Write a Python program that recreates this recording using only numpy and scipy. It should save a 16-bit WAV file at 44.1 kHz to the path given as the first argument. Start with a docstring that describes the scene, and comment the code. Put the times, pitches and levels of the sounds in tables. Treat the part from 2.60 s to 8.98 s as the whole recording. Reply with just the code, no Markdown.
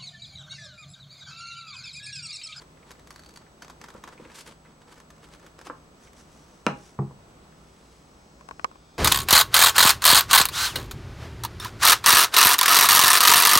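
"""For three seconds scissors cut round a sheet of paper held over a desk: fibres snap in small bursts,
steel rasps on the edge, the sheet crinkles and the handles knock shut. Fingers brush the sheet.
At 4 s the scissors are laid down, clacking and booming in the desk top. An arm rustles across, and
near 6 s a hand clicks against plastic right by the microphones. A quiet room hums throughout,
with a thin electrical whine and a buzz that creeps up at the end."""
import sys
import numpy as np
from scipy import signal
from scipy.fft import rfft, irfft, next_fast_len
from scipy.io import wavfile
from scipy.ndimage import map_coordinates

SR = 44100
rng = np.random.default_rng(int(sys.argv[2]) if len(sys.argv) > 2 else 0)


def to_wav(s):
    """Save 16-bit WAV."""
    ch = np.atleast_2d(s).T  # columns
    pcm = np.round(np.clip(ch, -1, 1) * 32767)  # PCM
    wavfile.write(sys.argv[1], SR, pcm.astype(np.int16))


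N = 281358

# Loudest bites into the paper. Each row: start in seconds, level in dB, length in seconds.
SNAPS = [(0.307, -34, 0.0046), (.314, -36.5, 0.0091), (.395, -40, 0.0034), (0.472, -41.5, 0.0085),
         (0.5054, -35, 0.01), (.56, -37.5, 0.0066), (0.593, -43, 0.011), (.635, -43.5, 0.005),
         (.661, -42.5, .005), (0.693, -40.5, 0.0031), (.759, -38.5, 0.0074), (1.021, -32.5, 0.013),
         (1.046, -39.5, .0096), (1.081, -36, 0.0044), (1.098, -37, 0.015), (1.214, -31.5, 0.0051),
         (1.2395, -33, 0.011), (1.285, -39, 0.015), (1.303, -37.5, .0075), (1.438, -30.5, 0.0098),
         (1.475, -33.5, 0.012), (1.487, -32, 0.0064), (2.401, -36, 0.005), (2.503, -40.5, .011),
         (2.864, -38.5, 0.0078), (2.99, -30.5, 0.0033), (3.013, -36, 0.0089), (3.0685, -27, 0.0084),
         (3.532, -43.5, 0.0044)]
# Each row: frequency in Hz, level in dB.
FIBRE_SPECTRUM = [(120, -47), (200, -9), (503, -6), (1070, 4), (1720, 0.5), (2950, -8.5), (3940, -6),
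                  (4470, -23.5), (4980, -3.5), (5660, -9.5), (6300, -6), (8260, -14), (8880, -17.5),
                  (12700, -16.5), (15000, -53)]
# Each row: frequency in Hz, width in Hz, level in dB.
BLADE_MODES = [(4540, 150, 0), (6350, 300, -19), (8780, 300, -20)]
# How freely the blades ring. Each row: time in seconds, level in dB relative to the snap.
BLADE_RING = [(.3, -12), (.5, -6), (.68, 2.5), (.8, -3), (1.02, -13), (1.6, -20), (3.1, -18)]
SNAP_PIVOT_DB_PER_OCT, SNAP_TIP_DB_PER_OCT = 2, -1
USUAL_SNAP_DB, THINNING_PER_OCT = -42, 0.11


def cutting():
    """Each advance of the blades breaks a burst of fibres; the sheet radiates it and the steel rings."""
    out, t = np.zeros((2, N)), np.arange(SR // 16) / SR
    steel = ringing(BLADE_MODES, t)
    for s, db, length_s in SNAPS + slips():
        tilt = cut_tilt(s, SNAP_PIVOT_DB_PER_OCT, SNAP_TIP_DB_PER_OCT)
        tilt += THINNING_PER_OCT * (USUAL_SNAP_DB - db)  # smaller snaps are thinner
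        envelope = np.exp(-2 * t / length_s) * (1 - np.exp(-t / 0.00039))
        ruptures = fibres(len(t), spiky_db=4.5) * envelope
        sheet = unit(coloured(ruptures, tilted(FIBRE_SPECTRUM, tilt)))
        blade = unit(convolved(ruptures, steel))
        burst = sheet + amp(at_time(BLADE_RING, s)) * blade
        add(out, s, amp(db - 3.5) * burst * np.sqrt(np.mean(envelope ** 2)))
    return spread(out, NEAR_SIDE)


# Each row: start in seconds, end in seconds, slip level in dB.
SQUEEZES = [(0.512, .74, -47.5), (0.772, .8, -38.5), (1.221, 1.34, -41), (2.291, 2.391, -48),
            (2.55, 2.866, -50.5)]
SLIPS_PER_S, SLIP_S, SLIP_SCATTER_DB = 45, 0.0052, 2


def slips():
    """Squeezed blades stick and slip, giving more rows of tiny snaps."""
    return [(s, db + SLIP_SCATTER_DB * rng.standard_normal(), SLIP_S)
            for start, end, db in SQUEEZES
            for s in scattered(start, end, count=round((end - start) * SLIPS_PER_S))]


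# The blades close twice. Each row: time in seconds, place of the cut from pivot 0 to tips 1.
CUT_PLACE = [(.25, .1), (.75, .3), (1.5, 1), (1.7, 1), (1.8, 0), (2.3, .4), (2.85, .5), (3.1, 1), (3.5, 0)]


def cut_tilt(s, pivot_db_per_oct, tip_db_per_oct):
    """The cut dulls as it travels from the pivot to the tips."""
    return pivot_db_per_oct + (tip_db_per_oct - pivot_db_per_oct) * at_time(CUT_PLACE, s)


# Steel on paper. Each row: frequency in Hz, level in dB.
RASP_SPECTRUM = [(120, -71), (200, 1), (550, 2), (789, -18), (864, 3), (1090, 0), (3800, -9), (4720, -11),
                 (8880, -15), (12500, -26.5), (15000, -35)]


def rasp_colour(s, db_per_oct):
    """Spectrum of a blade sliding on paper, lifted where the steel rings."""
    ring = 4 * amp(at_time(BLADE_RING, s))

    def level_db(hz):
        steel = sum(amp(db) / np.hypot(1, 2 * (hz - centre) / width) for centre, width, db in BLADE_MODES)
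        return tilted(RASP_SPECTRUM, db_per_oct)(hz) + 20 * np.log10(1 + ring * steel)
    return level_db


# Slides without a bite. Each row: middle in seconds, level in dB, half length in seconds.
BLADE_RUBS = [(0.018, -51, 0.012), (0.283, -52.5, 0.011), (1.376, -54, 0.015), (1.535, -53.5, 0.012),
              (1.649, -55.5, 0.052), (1.721, -51.5, 0.017), (1.76, -45, .011), (1.795, -43, .017),
              (1.873, -46.5, 0.0094), (1.901, -51, 0.026), (2.093, -58, 0.03), (2.221, -55, .007),
              (2.285, -53.5, 0.009), (2.32, -50.5, 0.0098), (2.375, -52.5, .0094), (2.648, -51.5, 0.017),
              (2.735, -50, .016), (2.849, -56, 0.034), (3.065, -48, 0.011)]
FINGER_BRUSHES = [(3.447, -59, 0.035), (3.594, -55, 0.024), (3.75, -61.5, 0.072), (3.915, -64.5, 0.1),
                  (4.254, -56.5, 0.06)]
# Each row: frequency in Hz, level in dB.
SKIN_SPECTRUM = [(300, -5), (1500, 3), (2600, -3), (3500, -1.5), (4300, -4.5), (5800, 3), (7200, -3),
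                 (9000, -6), (12000, -15.5), (15000, -28)]
ARM_SPECTRUM = [(300, -9), (1300, 2), (2600, -1), (6000, -2), (10000, -9), (15000, -24)]
USUAL_RUB_DB, RUB_DB_PER_OCT, BRIGHTENING_PER_OCT = -51.5, -0.3, 0.42
GLIDE_DB, GLIDE_LAG_S, GLIDE_HALF_S = -21.5, 0.006, 0.011  # rasp round a bite, relative to it
ARM_S, ARM_DB, ARM_HALF_S = 5.25, -64, 0.2


def rubbing():
    """Steel rasps along the paper's edge; fingers hiss on sheet and handles; a reaching arm rustles."""
    out = np.zeros((2, N))
    # a faster slide is louder and brighter
    slides = [(s, db, half_s, RUB_DB_PER_OCT + BRIGHTENING_PER_OCT * (db - USUAL_RUB_DB))
              for s, db, half_s in BLADE_RUBS]
    for s, db, _ in SNAPS:
        tilt = cut_tilt(s, pivot_db_per_oct=-1, tip_db_per_oct=-2.5)
        slides.append((s + GLIDE_LAG_S, db + GLIDE_DB, GLIDE_HALF_S, tilt))
    for s, db, half_s, tilt in slides:
        add_stroke(out, s, db, half_s, rasp_colour(s, tilt), spiky_db=5, clumps_db=3, size=SR // 4)
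    for s, db, half_s in FINGER_BRUSHES:
        add_stroke(out, s, db, half_s, curve(SKIN_SPECTRUM), spiky_db=1.5, clumps_db=2.5)
    add_stroke(out, ARM_S, ARM_DB, ARM_HALF_S, curve(ARM_SPECTRUM), spiky_db=0, clumps_db=2.7)
    return spread(out, NEAR_SIDE)


def add_stroke(track, middle_s, db, half_s, colour, spiky_db, clumps_db, size=SR):
    """A slide swells and fades, its grain clumping where the surfaces catch."""
    t = (np.arange(size) - size // 2) / SR
    catching = amp(clumps_db * wobble(219, size))
    grain = unit(coloured(fibres(size, spiky_db) * catching, colour))
    swell = np.exp(-0.5 * (t / half_s) ** 2)
    add(track, middle_s - size / SR / 2, amp(db) * grain * swell)


# Each row: start in seconds, peak in dB.
CRINKLES = [(1.5251, -40.5), (1.5775, -41.5), (1.6472, -39), (1.699, -39), (3.472, -45.5), (4.921, -48.5)]
# Each row: start in seconds, end in seconds.
SHEET_TURNS = [(.17, 0.24), (0.329, 0.4), (0.811, .87), (2.031, 2.08)]
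CRINKLE_HZ, CRINKLE_WIDTH_HZ, FAINT_CRINKLE_DB = 1950, 750, -47


def crinkling():
    """The sheet buckles, sending ticks through one broad resonance; fainter ones come as it turns."""
    out, t = np.zeros((2, N)), np.arange(SR // 12) / SR
    faint = [(s, FAINT_CRINKLE_DB) for turn in SHEET_TURNS for s in scattered(*turn, count=2)]
    for s, db in CRINKLES + faint:
        hz = CRINKLE_HZ * np.exp(0.1 * rng.standard_normal())
        ticks = fibres(len(t), spiky_db=5.5) * np.exp(-t / 0.01)
        buckle = convolved(ticks, ringing([(hz, CRINKLE_WIDTH_HZ, 0)], t))
        add(out, s, amp(db) * buckle / np.abs(buckle).max())
    return spread(out, NEAR_SIDE)


# Handles and flexing sheet. Each row: start in seconds, level in dB, low-pass corner in Hz.
KNOCKS = [(1.3481, -31.5, 603), (1.598, -32.5, 450), (1.622, -36, 328), (1.653, -38.5, 500),
          (3.0994, -22.5, 2580)]
# Each row: frequency in Hz, level in dB.
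HANDLE_SPECTRUM = [(60, -16), (150, -5.5), (270, 4.5), (420, -6.5), (520, 8), (680, -14), (860, 2.5),
                   (1280, 1), (1720, -3.5), (2100, -19), (2600, -21), (3200, -28), (9000, -41)]


def handles():
    """A knock is a damped thock with a brief rattle of the plastic."""
    out, t = np.zeros((2, N)), np.arange(SR // 8) / SR
    for s, db, corner_hz in KNOCKS:
        blow = contact(t, chatter=0.19, decay_s=0.0077)
        thock = soften(coloured(blow, curve(HANDLE_SPECTRUM)), corner_hz)
        add(out, s, 7 * amp(db) * thock / np.linalg.norm(thock[0]))
    return spread(out, NEAR_SIDE)


# Each row: start in seconds, ring gain in dB, ring low-pass in Hz, clack gain in dB, clack low-pass in Hz.
DESK_BLOWS = [(4.066, -25.5, 5000, -15, 7550), (4.0851, -34.5, 2000, -22.5, 1760),
              (4.107, -35, 900, -34, 905), (4.3892, -18, 307, -22, 960), (4.4183, -31, 200, -27.5, 675),
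              (4.51, -51, 398, -42, 1040)]
# Each row: frequency in Hz, level in dB, T60 in seconds.
DESK_MODES = [(135.7, -1, 0.22), (160, -10, 0.23), (200.3, -5.5, 0.14), (343.5, -10, 0.17), (401, -8, .14),
              (476, -3, 0.034), (546, -15, 0.15), (594, -12, 0.11), (664, -8.5, 0.16), (744, -13, 0.29),
              (818, -12, 0.26), (1030, -8, 0.067), (1160, -11, .12), (1270, -3.5, 0.13), (1380, -13, .09),
              (1835, -7, 0.08), (2010, -20, .17), (2200, -27, 0.12), (2681, -19, .14)]
# Each row: frequency in Hz, level in dB.
CLACK_SPECTRUM = [(60, -8), (150, 2), (600, -7), (1300, -2.5), (1900, -7.5), (2700, -3), (3300, -11.5),
                  (4700, -14), (6000, -15), (10000, -17), (15000, -16)]


def desk():
    """Hard tips clack and bounce; the softer handles then drop and boom in the desk top."""
    out, t = np.zeros((2, N)), np.arange(SR // 2) / SR
    for s, ring_db, ring_hz, clack_db, clack_hz in DESK_BLOWS:
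        ring = sum((-1) ** k * amp(db + rng.normal(0, 1) - 60 * t / t60) * np.sin(2 * np.pi * hz * t)
                   for k, (hz, db, t60) in enumerate(DESK_MODES))
        crack = contact(t, chatter=0.084, decay_s=0.0016)
        dull_chatter = soften(noise_burst(t, decay_s=0.0063), corner_hz=1420)
        clack = coloured(22 * crack + 6 * dull_chatter, curve(CLACK_SPECTRUM))
        clack = soften(spread(clack, NEAR_SIDE), clack_hz, order=3)
        add(out, s, amp(ring_db) * soften(ring, ring_hz) + amp(clack_db) * clack)
    # the desk top is too small to radiate deep bass
    return signal.lfilter(*signal.butter(3, 88, 'high', fs=SR), out)


# Each row: start in seconds, level in dB, left minus right in dB, low-pass corner in Hz.
CLICKS = [(5.81, -36, 2, 5000), (5.8884, -29, 9, 9100), (5.8902, -46, -5, 1800), (5.911, -24, 5, 3160),
          (5.9957, -27, 10, 1280), (6.014, -44, -3, 5000), (6.0446, -8.5, -2.5, 3670),
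          (6.114, -35.5, 4, 2530), (6.157, -38, 6, 1300)]
# Each row: frequency in Hz, level in dB.
CASING_SPECTRUM = [(100, -22), (280, -6), (600, -1), (800, -0.5), (1080, 9.5), (1270, 1.5), (1430, 1.5),
                   (1950, -4), (2500, -2), (3300, -11), (6200, -14.5), (9800, -12.5), (15000, -36)]
ROCK_LAG_S = 0.00012


def clicks():
    """Plastic clicks so near that it shakes the two microphones in largely opposite senses."""
    out, t = np.zeros((2, N)), np.arange(SR // 16) / SR
    for s, db, pan_db, corner_hz in CLICKS:
        push = contact(t, chatter=0.2, decay_s=0.0015)[0]
        rock = np.roll(contact(t, chatter=0.15, decay_s=0.0012)[0], round(ROCK_LAG_S * SR))
        lingering_mids = soften(noise_burst(t, decay_s=0.0042), corner_hz=1520)
        pair = np.array([1.1 * push + rock, 0.34 * push - rock]) + 0.16 * lingering_mids
        pair = soften(coloured(pair, curve(CASING_SPECTRUM)), corner_hz, order=1)
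        pair /= np.linalg.norm(pair, axis=1, keepdims=True)
        add(out, s, 5 * amp(db) * amp([[pan_db / 2], [-pan_db / 2]]) * pair)
    return out


# Each row: frequency in Hz, T60 in seconds.
ROOM_DECAY = [(150, 0.42), (1000, 0.27), (4000, 0.26), (12000, 0.16)]
PREDELAY_S = 0.0036


def room(x):
    """The small room reverberates, dying sooner in the treble."""
    hz, t, noise = signal.stft(rng.standard_normal((2, SR // 2)), SR, nperseg=256)
    t60 = curve(ROOM_DECAY)(hz)[:, None]
    tail = signal.istft(noise * amp(-60 * t / t60), SR, nperseg=256)[1]
    tail = spread(tail / np.linalg.norm(tail[0]), ROOM_SIDE)
    delayed = np.pad(x.mean(axis=0), (round(PREDELAY_S * SR), 0))
    return signal.fftconvolve(delayed[None], tail, axes=1)[:, :N]


# Each row: frequency in Hz, level in dB.
AIR_SPECTRUM = [(12, -51), (20, -12.5), (59, 0.5), (90, -5), (158, -5), (181, -3), (539, -9), (969, -13.5),
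                (1350, -15), (1560, -21.5), (6470, -29), (7230, -31.5), (8090, -30.5), (14500, -44.5),
                (15800, -34)]
# Each row: frequency in Hz, rms level in dB.
HUM_TONES = [(59.2, -65.5), (156.1, -64)]
WHINE_TONES = [(6374, -80.5), (15735, -84)]
AIR_DB = -55
SWITCHING_HZ, SWITCHING_DB, FLIPS_PER_S = 7867, -73, 30


def background():
    """Room air, a wavering hum, and a thin electrical whine whose strongest tone flips polarity."""
    t = np.arange(N) / SR
    air = filtered(rng.standard_normal((2, N)), lambda hz: amp(curve(AIR_SPECTRUM)(hz)))
    hum = sum(amp(db + 2.3 * wobble(5)) * np.sin(2 * np.pi * hz * t + 0.52 * wobble(4.64))
              for hz, db in HUM_TONES)
    whine = sum(amp(db + wobble(25)) * np.sin(2 * np.pi * hz * t + 0.3 * wobble(20))
                for hz, db in WHINE_TONES)
    polarity = np.tanh(10 * np.sin(np.pi * FLIPS_PER_S * t))
    switching = amp(SWITCHING_DB) * np.sin(2 * np.pi * SWITCHING_HZ * t) * polarity
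    air = amp(AIR_DB + 0.69 * wobble(2.895)) * spread(unit(air), ROOM_SIDE)
    return air + np.sqrt(2) * (hum + whine + switching)


# Each row: time in seconds, level in dB.
BUZZ_LEVEL = [(0, -90.5), (4.6, -90.5), (5.4, -84), (6.0, -79), (6.1, -76.5), (6.38, -73)]
# Each row: frequency in Hz, partial gain in dB.
BUZZ_EARLY_SPECTRUM = [(2400, -39), (3600, -37), (3900, -10), (4200, 3), (4500, -19), (4800, 2), (5100, 4),
                       (5400, 6.5), (5700, 1.5), (7200, -2)]
BUZZ_LATE_SPECTRUM = [(2400, -5), (3000, -21), (3300, -1.5), (3600, 0), (3900, -6), (4500, -4), (4800, -2),
                      (5100, -2), (5400, -2), (5700, -8), (7200, -9)]
BUZZ_HZ, BUZZ_CHANGE_S, BUZZ_FADE_S = 299.7, 6.05, 0.03


def buzz():
    """An electrical buzz, high partials only, creeps up towards the end and changes colour."""
    t, tone = np.arange(N) / SR, np.zeros(N)
    blend = np.clip((t - BUZZ_CHANGE_S) / BUZZ_FADE_S, 0, 1)
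    early_db, late_db = curve(BUZZ_EARLY_SPECTRUM), curve(BUZZ_LATE_SPECTRUM)
    for hz in BUZZ_HZ * np.arange(8, 25):
        gain = (1 - blend) * amp(early_db(hz)) + blend * amp(late_db(hz))
        tone += gain * np.sin(2 * np.pi * (hz * t + rng.random()))
    return np.sqrt(2) * amp(at_time(BUZZ_LEVEL, t)) * tone


# Stereo width. Each row: frequency in Hz, side gain in dB.
NEAR_SIDE = [(100, -42), (400, -10), (1500, -26), (5000, -13.5), (12000, -8)]
ROOM_SIDE = [(60, -18), (150, -13), (300, -10.5), (1000, 0.5), (4000, -1), (12000, -3.5)]


def spread(pair, side_db):
    """Mid and side to left and right."""
    side = filtered(pair[1], lambda hz: amp(curve(side_db)(hz)))
    return np.array([pair[0] + side, pair[0] - side])


def fibres(size, spiky_db):
    """Two trains of tiny ruptures, a few much larger than the rest."""
    return rng.standard_normal((2, size)) * amp(spiky_db * np.clip(rng.standard_normal(size), -2, 2))


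def contact(t, chatter, decay_s):
    """One sharp push, then dying chatter, as mid and side."""
    blow = chatter * noise_burst(t, decay_s)
    blow[0, 0] += 1
    return blow


def noise_burst(t, decay_s):
    return rng.standard_normal((2, len(t))) * np.exp(-t / decay_s)


def ringing(modes, t):
    """Impulse response of damped resonances."""
    return sum(width_hz * amp(db) * np.exp(-np.pi * width_hz * t) * np.sin(2 * np.pi * hz * t)
               for hz, width_hz, db in modes)


def soften(x, corner_hz, order=2):
    """A soft contact leaves out the treble."""
    return signal.lfilter(*signal.butter(order, corner_hz, fs=SR), x)


def coloured(x, level_db, size=2048):
    """Minimum-phase filter with gain level_db(hz)."""
    cepstrum = irfft(np.log(amp(level_db(np.fft.rfftfreq(size, 1 / SR))) + 1e-6))
    cepstrum[1:size // 2] *= 2
    cepstrum[size // 2 + 1:] = 0
    return convolved(x, irfft(np.exp(rfft(cepstrum))))


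def convolved(pair, impulse):
    return signal.fftconvolve(pair, impulse[None], axes=1)[:, :pair.shape[-1]]


def filtered(x, gain):
    """Zero-phase filter with linear gain(hz)."""
    size = next_fast_len(x.shape[-1] + SR // 10)
    return irfft(rfft(x, size) * gain(np.fft.rfftfreq(size, 1 / SR)), size)[..., :x.shape[-1]]


def curve(points):
    """A table as a function of Hz, interpolated on a log axis."""
    knots_hz, values = np.transpose(points)
    return lambda hz: np.interp(np.log(hz + 1), np.log(knots_hz + 1), values)


def tilted(spectrum, db_per_oct):
    """A spectrum's curve leaning about 3 kHz."""
    return lambda hz: curve(spectrum)(hz) + db_per_oct * np.log2(np.clip(hz, 500, 12000) / 3000)


def at_time(points, s):
    return np.interp(s, *np.transpose(points))


def scattered(start_s, end_s, count):
    """Unevenly spaced moments across a span."""
    return start_s + (end_s - start_s) * (np.arange(count) + rng.random(count)) / count


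def wobble(knots_per_s, size=N):
    """A smooth random curve."""
    knots = rng.standard_normal(int(size * knots_per_s / SR) + 4)
    return map_coordinates(knots, [np.arange(size) * knots_per_s / SR])


def amp(db):
    return 10 ** (np.asarray(db) / 20)


def unit(x):
    """Scale to rms 1."""
    return x / np.sqrt(np.mean(x ** 2) + 1e-20)


def add(track, start_s, x):
    i = round(start_s * SR)
    x = x[..., max(-i, 0):N - i]
    track[..., max(i, 0):max(i, 0) + x.shape[-1]] += x


def scene():
    """Paper, scissors and desk in the room, with the clicks close by."""
    paper = cutting() + rubbing() + crinkling()
    knocks = desk() + handles()
    near = clicks()
    reverb = room(amp(-12) * paper + amp(-11) * knocks + amp(-43) * near)
    return paper + knocks + near + reverb + background() + buzz()


TOP_HZ = 15950


def record(dry):
    """Brick-wall low-pass."""
    return filtered(dry, lambda hz: hz < TOP_HZ)


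dry = scene()
out = record(dry)
to_wav(out)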